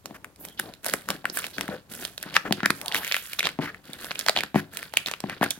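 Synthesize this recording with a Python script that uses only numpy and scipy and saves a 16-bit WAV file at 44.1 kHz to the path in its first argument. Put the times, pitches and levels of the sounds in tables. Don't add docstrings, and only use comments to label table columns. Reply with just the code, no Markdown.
import sys
import numpy as np
from scipy import signal
from scipy.fft import rfft, irfft
from scipy.io import wavfile

SR = 44100
rng = np.random.default_rng(int(sys.argv[2]) if len(sys.argv) > 2 else 0)


def inscribe(sig):
    pcm = np.round(np.clip(np.atleast_2d(sig).T, -1, 1) * 32767)
    wavfile.write(sys.argv[1], SR, pcm.astype(np.int16))


N = 246519
TAPS, SAMPLES_PER_MS = 2048, SR // 1000

# frequency in Hz, relative density in dB.
AIR_SPECTRUM = [(20, -30), (60, 8.5), (150, 5), (400, -14.5), (1000, -8), (3000, -17), (16000, -21)]
RUB_SPECTRUM = [(50, -13.5), (95, -6), (160, 3), (300, 1.5), (520, -2), (750, -6), (1100, -12.5),
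                (2000, -29.5)]
DRAG_SPECTRUM = [(500, -20.5), (950, 0.5), (1500, 14), (2300, 7.5), (3400, 9), (4700, 6), (6500, -12),
                 (10000, -69)]
CRINKLE_SPECTRUM = [(2500, -55), (5000, -0.5), (7500, 1), (9500, 1.5), (11700, 7), (13500, -1), (16000, 0)]
CRACK_SPECTRUM = [(2500, -37), (5000, 1), (6500, 3), (9000, 9), (11500, 5.5), (13500, 4.5), (16000, -1)]
# frequency in Hz, T60 in seconds.
ROOM_T60 = [(120, 0.27), (320, 0.29), (900, 0.26), (2500, 0.27), (6000, 0.25), (15000, 0.32)]
# frequency in Hz, relative level in dB, T60 in seconds.
BLADE_MODES = [(3440, 12, 0.045), (3620, -24, 0.062), (6200, 1, 0.3)]
BOX_MODES = [(102, -5, 0.32), (156, 1.5, 0.18), (204.4, 6, 0.12), (277.6, -7.5, 0.31), (359.6, -5.5, 0.22),
             (640, 10, 0.025)]
# start and length in seconds, then rub, drag, crinkle in relative dB.
PUSHES = [(0.034, 0.13, -49, -61, -72), (0.212, 0.052, -51, -66, -77), (0.367, 0.13, -53, -59.5, -54),
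          (0.416, 0.075, -53.5, -51, -53), (0.57, .12, -47, -51, -61), (0.707, .05, -60, -64, -66),
          (0.823, 0.098, -48, -41, -41), (0.902, 0.044, -44, -41, -39), (1.003, 0.088, -56, -53.5, -55),
          (1.068, 0.052, -36, -37.5, -46), (1.235, 0.063, -46.5, -47.5, -50),
          (1.333, 0.05, -46, -33, -34.5), (1.405, 0.069, -47.5, -48, -43.5), (1.48, 0.095, -59, -56, -62),
          (1.556, 0.08, -40.5, -41, -46), (1.664, 0.089, -46.5, -45.5, -54),
          (1.888, 0.12, -48.5, -42.5, -39), (1.988, 0.072, -45.5, -40.5, -42), (2.1, 0.11, -61, -61, -54),
          (2.192, 0.14, -49.5, -44, -56), (2.315, .03, -39.5, -43, -48), (2.437, 0.035, -35.5, -53, -64),
          (2.55, 0.039, -44.5, -44, -67), (2.64, 0.049, -48, -59, -58), (2.733, 0.25, -49, -49, -46),
          (2.922, 0.048, -40, -32, -55), (2.996, .09, -52, -37.5, -47), (3.116, 0.048, -55, -39, -38),
          (3.205, 0.11, -63, -44, -41), (3.302, .025, -60, -39.5, -39), (3.366, .025, -49, -41.5, -47),
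          (3.43, 0.021, -35, -32, -41.5), (3.597, 0.051, -37, -42, -50), (3.663, 0.1, -51.5, -55, -64),
          (3.835, 0.035, -50.5, -46.5, -49.5), (3.88, 0.16, -50, -46.5, -51),
          (3.992, 0.12, -52, -42.5, -43), (4.131, 0.14, -53.5, -42.5, -45.5),
          (4.254, 0.019, -50, -47, -45.5), (4.347, 0.017, -35, -27, -45), (4.545, 0.042, -39.5, -43, -56),
          (4.706, 0.15, -51.5, -43, -45.5), (4.9, 0.057, -61, -58, -55), (4.94, 0.054, -50, -39.5, -54),
          (5.053, 0.025, -44, -36, -45), (5.173, 0.037, -72, -52, -62), (5.221, 0.15, -45.5, -47, -61),
          (5.406, 0.041, -40.5, -31.5, -50), (5.496, 0.063, -68, -49, -58)]
# start in seconds, level in dB.
CLINKS = [(4.2852, -37), (5.507, -27.5)]
# start and length in seconds, level in dB, centre in Hz, Q, rasp in dB.
SCRAPES = [(0.139, 0.032, -46.5, 1390, 1.1, -53.5), (0.39, 0.083, -47, 13000, 2.5, -75),
           (0.46, 0.088, -59, 3240, 7.1, -69), (0.568, 0.058, -46.5, 3220, 1.8, -59),
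           (0.592, 0.0077, -30, 1780, 0.39, -33), (0.618, 0.1, -50.5, 606, 1.3, -62),
           (.855, .05, -42.5, 565, 1.5, -48), (0.935, 0.01, -29.5, 520, 2.6, -42),
           (1.32, 0.084, -39.5, 13000, 1.8, -70), (1.421, 0.042, -40.5, 2640, 0.79, -58),
           (1.528, 0.047, -46.5, 3920, 1.8, -51), (1.707, 0.047, -41, 1500, 2.1, -66),
           (1.699, 0.061, -37.5, 517, 3.3, -59), (2.261, 0.037, -46, 1400, 0.84, -67),
           (2.35, 0.023, -25.5, 1710, 0.7, -33), (2.364, 0.0027, -18.5, 1520, 1.1, -48),
           (2.449, 0.039, -35, 1450, 1.7, -65), (2.631, 0.004, -24, 1710, 1.4, -51),
           (2.637, 0.019, -26.5, 1600, 2.9, -54), (2.796, 0.26, -43.5, 820, 1.5, -74),
           (2.935, 0.061, -36.5, 3030, 2.2, -34.5), (2.937, 0.31, -43.5, 12600, 2.6, -70),
           (2.996, 0.26, -44, 2870, 1, -72), (3.388, 0.01, -28, 2320, 0.63, -37),
           (3.435, 0.037, -30, 2640, 1.1, -54), (3.602, 0.072, -37, 1630, 1, -56),
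           (3.668, 0.039, -37, 1630, 1.36, -59), (3.997, 0.12, -53, 11800, 4, -70),
           (4.273, 0.021, -34, 2900, 0.42, -58), (4.349, 0.055, -36, 2540, 0.9, -63),
           (4.544, 0.067, -34, 1710, 1.2, -42.5), (5.067, 0.013, -30.5, 2770, 0.47, -43),
           (5.281, 0.069, -40, 1640, 1.4, -61), (5.418, 0.0102, -24, 1590, 3.7, -44),
           (5.428, 0.021, -27, 1740, 2.4, -36.5)]
# start in seconds, boom and wall
# clop in relative dB.
KNOCKS = [(0.109, -30.5, -33), (0.5975, -33, -30), (0.8637, -50, -22), (0.9391, -25.5, -17.5),
          (1.1045, -43, -46), (1.244, -36, -24), (1.3711, -41, -30), (1.5834, -24.5, -37),
          (1.6097, -35, -38), (1.689, -20.5, -24), (2.261, -29.5, -37), (2.453, -26, -23.5),
          (2.5094, -12, -16.5), (2.5255, -30, -19), (2.6314, -17, -26), (2.6605, -23, -24),
          (2.703, -16.5, -35), (3.455, -43, -23), (3.5893, -14.5, -20), (3.597, -16.5, -38),
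          (3.894, -31.5, -51), (4.1093, -36, -27.5), (4.2635, -46, -21), (4.2952, -36, -10),
          (4.3638, -39, -15), (4.3734, -34, -18), (4.3882, -41, -20), (4.4366, -29.5, -35),
          (4.545, -14, -16.5), (4.5582, -6, -10), (5.2397, -17.5, -20), (5.2972, -33, -27),
          (5.4126, -12, -15.5), (5.4295, -15.5, -7.5), (5.4617, -23.5, -36), (5.576, -37.5, -53)]
# start in seconds, ring in dB, ring in Hz, Q, crack in dB.
SNAPS = [(.058, -26, 2010, 0.12, -28.5), (.2453, -28.5, 1530, 2, -34), (.3607, -47, 2980, .6, -47),
         (.4512, -33, 1500, 0.54, -29), (.4863, -38, 3570, 1.8, -38), (.5975, -16.5, 1450, 1.9, -16.5),
         (.738, -34, 2730, 0.33, -43), (.8456, -28, 1500, 1, -25.5), (.8574, -28, 1350, 1.1, -24),
         (.8634, -23, 1600, .7, -16), (.8681, -27, 1760, 0.1, -25), (.884, -25, 4360, 2.1, -23),
         (.8895, -26, 1550, 1.2, -30), (.8975, -23, 2030, 0.11, -23), (.9375, -13.5, 1700, 1.7, -14.5),
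         (1.0881, -18.5, 1410, 1.7, -23), (1.1039, -14.5, 2070, 0.089, -19), (1.2548, -11, 1500, 2.2, -28),
         (1.299, -23.5, 5050, 1.5, -40), (1.3723, -17.5, 1580, 2.9, -19), (1.3895, -25, 1480, 1.1, -21),
         (1.4425, -20, 2300, 1.9, -35), (1.4668, -27, 2480, .2, -28.5), (1.583, -18.5, 1460, 0.65, -33),
         (1.6103, -17.5, 1260, 0.34, -24), (1.6801, -24.5, 1560, 1.1, -33),
         (2.0512, -19.5, 4670, 0.62, -24), (2.1792, -24, 4050, 0.29, -30.5), (2.2282, -29, 2000, 0.81, -24),
         (2.237, -27, 1700, 2.1, -55), (2.3423, -24.5, 2430, 0.69, -38), (2.3657, -7, 2210, 0.56, -30),
         (2.3667, -4.5, 1300, 1.4, -24), (2.5249, -10.5, 2650, 0.38, -17.5),
         (2.6047, -22.5, 1510, 1.1, -51), (2.6585, -15.5, 1500, 0.17, -18),
         (2.6597, -6.5, 1920, 1.4, -19.5), (2.7, -20.5, 1600, 2.9, -38), (2.7046, -8, 1900, 1, -17.5),
         (2.8144, -27, 2480, 0.9, -26.5), (2.86, -28, 3990, 1.5, -26), (2.8819, -20, 3700, 2, -24),
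         (2.9166, -23.5, 2050, 1.5, -43), (2.9231, -21, 3040, 1.8, -35), (2.9464, -11, 1660, .7, -21.5),
         (2.9554, -17.5, 1420, 0.42, -39), (2.9647, -20, 2540, 5.8, -40), (3.0474, -22, 2120, 1.1, -27),
         (3.068, -26, 2480, 2.2, -31), (3.0778, -24, 2360, 1.4, -25), (3.1139, -16, 2350, 1.2, -37),
         (3.1226, -13, 2580, 0.66, -25), (3.144, -11, 2040, 1.4, -25.5), (3.153, -21.5, 2220, 1.9, -37),
         (3.166, -16, 2000, 1.1, -21), (3.3329, -24, 2530, 1, -26), (3.3933, -11.5, 2770, 0.82, -19.5),
         (3.4059, -13.5, 2340, 2.8, -31), (3.4295, -18.5, 1850, 0.97, -31), (3.455, -15, 3370, 1.6, -35),
         (3.4704, -12.5, 2220, 0.61, -26), (3.49, -22.5, 2060, 0.8, -34), (3.7454, -30, 1560, 2.2, -48),
         (3.9331, -28.5, 3540, 2.3, -31.5), (4.0452, -26.5, 1490, 0.31, -32),
         (4.1089, -22, 1900, 0.77, -49), (4.115, -18.5, 1990, 1.2, -44), (4.1562, -23.5, 2720, 2.5, -40),
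         (4.1923, -21, 4960, 1.2, -18), (4.1992, -25, 3720, 0.35, -27), (4.211, -24, 2300, 0.68, -34),
         (4.2638, -20, 2840, .6, -26), (4.285, -6.5, 2060, 0.55, -20), (4.295, -8.5, 1680, 0.31, -20),
         (4.3636, -14, 2420, 1.4, -31), (4.3734, -12.5, 3180, 2.4, -34), (4.3882, -14.5, 2660, 2, -33),
         (4.407, -17.5, 2440, 1.4, -28), (4.4356, -17.5, 1600, 0.73, -27), (4.7715, -24, 2420, 1.1, -23),
         (4.829, -25, 1700, 1.4, -33), (4.9382, -23, 1200, 0.42, -30), (4.9714, -5.5, 2550, 3.2, -14),
         (5.061, -17, 3340, 2.3, -31), (5.085, -21, 1880, 0.44, -31), (5.1139, -21, 2670, 0.1, -26),
         (5.1377, -19.5, 1700, 0.63, -36), (5.204, -27, 3440, 0.092, -30), (5.2974, -23, 1700, 0.47, -33.5),
         (5.4289, -16, 1130, 0.44, -30), (5.4408, -19, 1830, 0.1, -21), (5.4623, -22.5, 1450, 1.8, -45),
         (5.5066, -21, 4000, 3.5, -14.5), (5.5098, -19, 3160, 1.2, -29)]
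# frequency in Hz, left minus right in dB.
PORT_BALANCE_DB = [(100, 3), (1300, 4), (1900, 1), (2700, 2), (3400, -3), (4200, -9), (5000, -13),
                   (6200, -11), (7700, -25), (9500, -4.5), (11500, -1), (13500, -3.5), (15500, -11)]
# frequency in Hz, lead of the left port in radians.
PORT_LEAD_RAD = [(20, 0), (700, 0.59), (1300, 0.92), (1700, 0), (2000, 1.5), (3700, 1.1), (4500, 0),
                 (5500, 3.5), (9000, 3), (16000, 11)]


def amp(db):
    return 10 ** (np.asarray(db) / 20)


def unit_energy(x):
    return x / np.sqrt(np.mean(np.sum(x ** 2, -1)) + 1e-20)


def unit_rms(x):
    return x / np.sqrt(np.mean(x ** 2) + 1e-20)


def lookup(table, hz):
    f, value = np.transpose(table)
    return np.interp(np.log(hz + 1), np.log(f), value)


def add(mix, start_s, sound):
    part = mix[:, max(round(start_s * SR), 0):][:, :sound.shape[-1]]
    part += sound[..., :part.shape[1]]


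def bins_hz(size):
    return np.fft.rfftfreq(size, 1 / SR) + 1


def convolve(x, response):
    return signal.fftconvolve(np.atleast_2d(x), np.atleast_2d(response), axes=1)[:, :np.shape(x)[-1]]


def resonance(f, hz, q):
    return 1 / (1 + (q * (f / hz - hz / f)) ** 2)


def pulse(gain):
    log_gain = np.log(np.maximum(gain, 1e-4))
    mirrored = np.concatenate([log_gain, log_gain[-2:0:-1]])
    spectrum = np.exp(np.conj(signal.hilbert(mirrored)))
    return unit_energy(np.fft.ifft(spectrum).real)


def ringing(modes, t):
    return sum(amp(db - 60 * t / t60_s) * np.cos(2 * np.pi * hz * t) for hz, db, t60_s in modes)


def share_bass(pair, split_hz):
    shared = 1 / np.sqrt(1 + (bins_hz(pair.shape[1]) / split_hz) ** 4)
    left, right = rfft(pair)
    return irfft(np.array([left, shared * left + np.sqrt(1 - shared ** 2) * right]), pair.shape[1])


def scatter(decay_s, split_hz):
    t = np.arange(TAPS) / SR
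    return unit_energy(share_bass(rng.standard_normal((2, TAPS)) * np.exp(-t / decay_s), split_hz))


def grains(per_s, spread_db, hiss):
    excess = np.minimum(rng.exponential(1, N), 3)
    sizes = amp(spread_db * excess) * (rng.random(N) < per_s / SR)
    slips = unit_rms(sizes * rng.choice([-1, 1], (2, N)))
    return unit_rms(slips + hiss * rng.standard_normal((2, N)))


def noise_floor(level_db=-60, port_hiss=0.66):
    noise = share_bass(rng.standard_normal((2, N)), 550) + port_hiss * rng.standard_normal((2, N))
    gain = amp(lookup(AIR_SPECTRUM, bins_hz(N)))
    return amp(level_db) * unit_rms(irfft(rfft(noise) * gain, N))


def room_response(early_db=-14, tail_db=-15, echoes_per_s=2000):
    t = np.arange(SR // 2) / SR
    noise = share_bass(rng.standard_normal((2, len(t))), 460)
    hz, frame_s, frames = signal.stft(noise, SR, nperseg=256)
    decay = amp(-60 * frame_s / lookup(ROOM_T60, hz)[:, None])
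    tail = signal.istft(frames * decay, SR, nperseg=256)[1][:, :len(t)]
    tail = unit_energy(tail * np.clip((t - .005) / 0.0021, 0, 1))
    echoes = rng.standard_normal((2, len(t))) * (rng.random(len(t)) < echoes_per_s / SR)
    early = unit_energy(share_bass(echoes * (t > .0015) * np.exp(-t / 0.0071), 880))
    return amp(early_db) * early + amp(tail_db) * tail


def room(x, spots=4, moves_per_s=6):
    spot = np.arange(N) // (SR // moves_per_s) % spots
    return sum(convolve(x * (spot == k), room_response()) for k in range(spots))


def pressure(resting_db=(-65, -76, -76), attack_s=0.034, sag_db_per_s=12.5, release_db_per_s=215):
    t = np.arange(SR) / SR
    power = amp(resting_db)[:, None] ** 2 * np.ones(N)
    for start_s, length_s, *levels_db in PUSHES:
        fall_db = sag_db_per_s * t + release_db_per_s * np.maximum(t - length_s, 0)
        shape = np.minimum(t / attack_s, 1) * amp(-fall_db)
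        add(power, start_s, (amp(levels_db)[:, None] * shape) ** 2)
    return np.sqrt(power)


def friction(envelope, spectrum, gain_db, per_s, spread_db, hiss, folds=5, spurt_s=0.015, spurt_db=3.5):
    gain = amp(lookup(spectrum, bins_hz(TAPS)))
    energy_below = np.cumsum(gain ** 2) / np.sum(gain ** 2)
    slips = 0
    for centre in np.linspace(0, 1, folds):
        fold = pulse(gain * np.exp(-(.5 * folds * (energy_below - centre)) ** 2))
        slips = slips + convolve(grains(per_s / folds, spread_db, hiss), fold)
    spurts = unit_rms(signal.oaconvolve(rng.standard_normal(N), np.hanning(int(spurt_s * SR)), "same"))
    texture = unit_rms(share_bass(slips, 2850) * amp(spurt_db * np.tanh(spurts)))
    return envelope * amp(gain_db) * texture


def clinks():
    out = np.zeros((2, N))
    steel = unit_energy(ringing(BLADE_MODES, np.arange(SR // 4) / SR))
    for start_s, level_db in CLINKS:
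        add(out, start_s, np.sqrt(SAMPLES_PER_MS) * amp(level_db) * steel)
    return out


def scrapes():
    f, out = bins_hz(TAPS), np.zeros((2, N))
    slips = share_bass(grains(per_s=1500, spread_db=0.37, hiss=1.0), 3100)
    film = pulse(amp(lookup(CRINKLE_SPECTRUM, f)))
    for start_s, length_s, level_db, hz, q, rasp_db in SCRAPES:
        size = max(int(length_s * SR), SAMPLES_PER_MS)
        stroke = slips[:, int(start_s * SR):][:, :size] * signal.windows.tukey(size, .4)
        stroke = np.pad(stroke, ((0, 0), (0, TAPS)))
        wall = unit_energy(convolve(stroke, pulse(resonance(f, hz, q))))
        rasp = unit_energy(convolve(stroke, film))
        add(out, start_s, np.sqrt(size) * (amp(level_db) * wall + amp(rasp_db) * rasp))
    return out


def knocks(boom_gain_db=-1, clop_gain_db=-2, modes_gain_db=-5, tick_gain_db=-10, low_cut_hz=112):
    f, t, out = bins_hz(TAPS), np.arange(SR // 4) / SR, np.zeros((2, N))
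    boom = pulse(resonance(f, hz=220, q=1))
    tick = pulse(resonance(f, hz=1600, q=1.5))
    clop = pulse(resonance(f, hz=720, q=1.72)) + amp(tick_gain_db) * tick
    modes = unit_energy(ringing(BOX_MODES, t) * (1 - np.exp(-t / 0.0005)))
    for start_s, boom_db, clop_db in KNOCKS:
        add(out, start_s, amp(boom_db + boom_gain_db) * boom + amp(clop_db + clop_gain_db) * clop)
        add(out, start_s, amp(boom_db + modes_gain_db) * modes)
    low_cut = signal.butter(3, low_cut_hz, "high", fs=SR, output="sos")
    return -np.sqrt(SAMPLES_PER_MS) * signal.sosfilt(low_cut, out)


def stray_snap_rows(drag, crinkle, per_s=18, above_db=8, spread_db=1.5, hz=2300, octaves=0.91, q=2):
    rows = []
    for when, size, pitch, brightness in rng.random((round(per_s * N / SR), 4)):
        at = int(when * N)
        push_db = 20 * np.log10([drag[at], crinkle[at]])
        jitter_db = spread_db * (2 * np.array([size, brightness]) - 1)
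        ring_db, crack_db = push_db + above_db + jitter_db
        rows.append((at / SR, ring_db, hz * 2 ** (octaves * (2 * pitch - 1)), q, crack_db))
    return rows


def snaps(rows, ring_cutoff_hz=6000, flex_base_db=-21.5, flex_db_per_db=0.72, lead_in_db=-15):
    f, out = bins_hz(TAPS), np.zeros((2, N))
    flex = pulse(resonance(f, hz=600, q=1.46))
    click = pulse(amp(lookup(CRACK_SPECTRUM, f)))
    for start_s, ring_db, hz, q, crack_db in rows:
        ring = pulse(resonance(f, hz, q) / np.sqrt(1 + (f / ring_cutoff_hz) ** 8))
        ring = unit_energy(ring + 0.85 * convolve(ring, scatter(decay_s=0.001, split_hz=2470)))
        crack = unit_energy(click + convolve(click, scatter(decay_s=0.0015, split_hz=1700)))
        flex_db = flex_base_db + flex_db_per_db * ring_db
        snap = amp(ring_db) * ring + amp(flex_db) * flex + amp(crack_db) * crack
        snap *= rng.choice([-1, 1]) * np.sqrt(SAMPLES_PER_MS)
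        add(out, start_s, snap)
        swell = scatter(decay_s=0.0015, split_hz=4000)[:, ::-1]
        lead_in = signal.fftconvolve(snap, swell, axes=1)
        add(out, start_s - TAPS / SR, amp(lead_in_db) * lead_in)
    return out


def scene():
    rubbing, dragging, crinkling = pressure()
    rub = friction(rubbing, RUB_SPECTRUM, gain_db=0.5, per_s=1300, spread_db=3.5, hiss=0.41)
    drag = friction(dragging, DRAG_SPECTRUM, gain_db=-2, per_s=2400, spread_db=8.0, hiss=0.58)
    crinkle = friction(crinkling, CRINKLE_SPECTRUM, gain_db=-2, per_s=4100, spread_db=16.5, hiss=0.66)
    parcel = rub + drag + crinkle + clinks() + scrapes() + knocks()
    parcel += snaps(list(SNAPS) + stray_snap_rows(dragging, crinkling))
    return parcel + room(parcel) + noise_floor()


def record(dry, clip_level=.95, cutoff_hz=16050):
    f = bins_hz(N)
    balance = amp(lookup(PORT_BALANCE_DB, f))
    right_lag = np.exp(-1j * lookup(PORT_LEAD_RAD, f))
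    ports = np.array([balance, right_lag]) * np.sqrt(2 / (1 + balance ** 2))
    clipped = np.clip(irfft(rfft(dry) * ports, N), -clip_level, clip_level)
    low_pass = signal.firwin(255, cutoff_hz, window=("kaiser", 9), fs=SR)
    return signal.oaconvolve(clipped, low_pass[None], "same")


dry = scene()
out = record(dry)
inscribe(out)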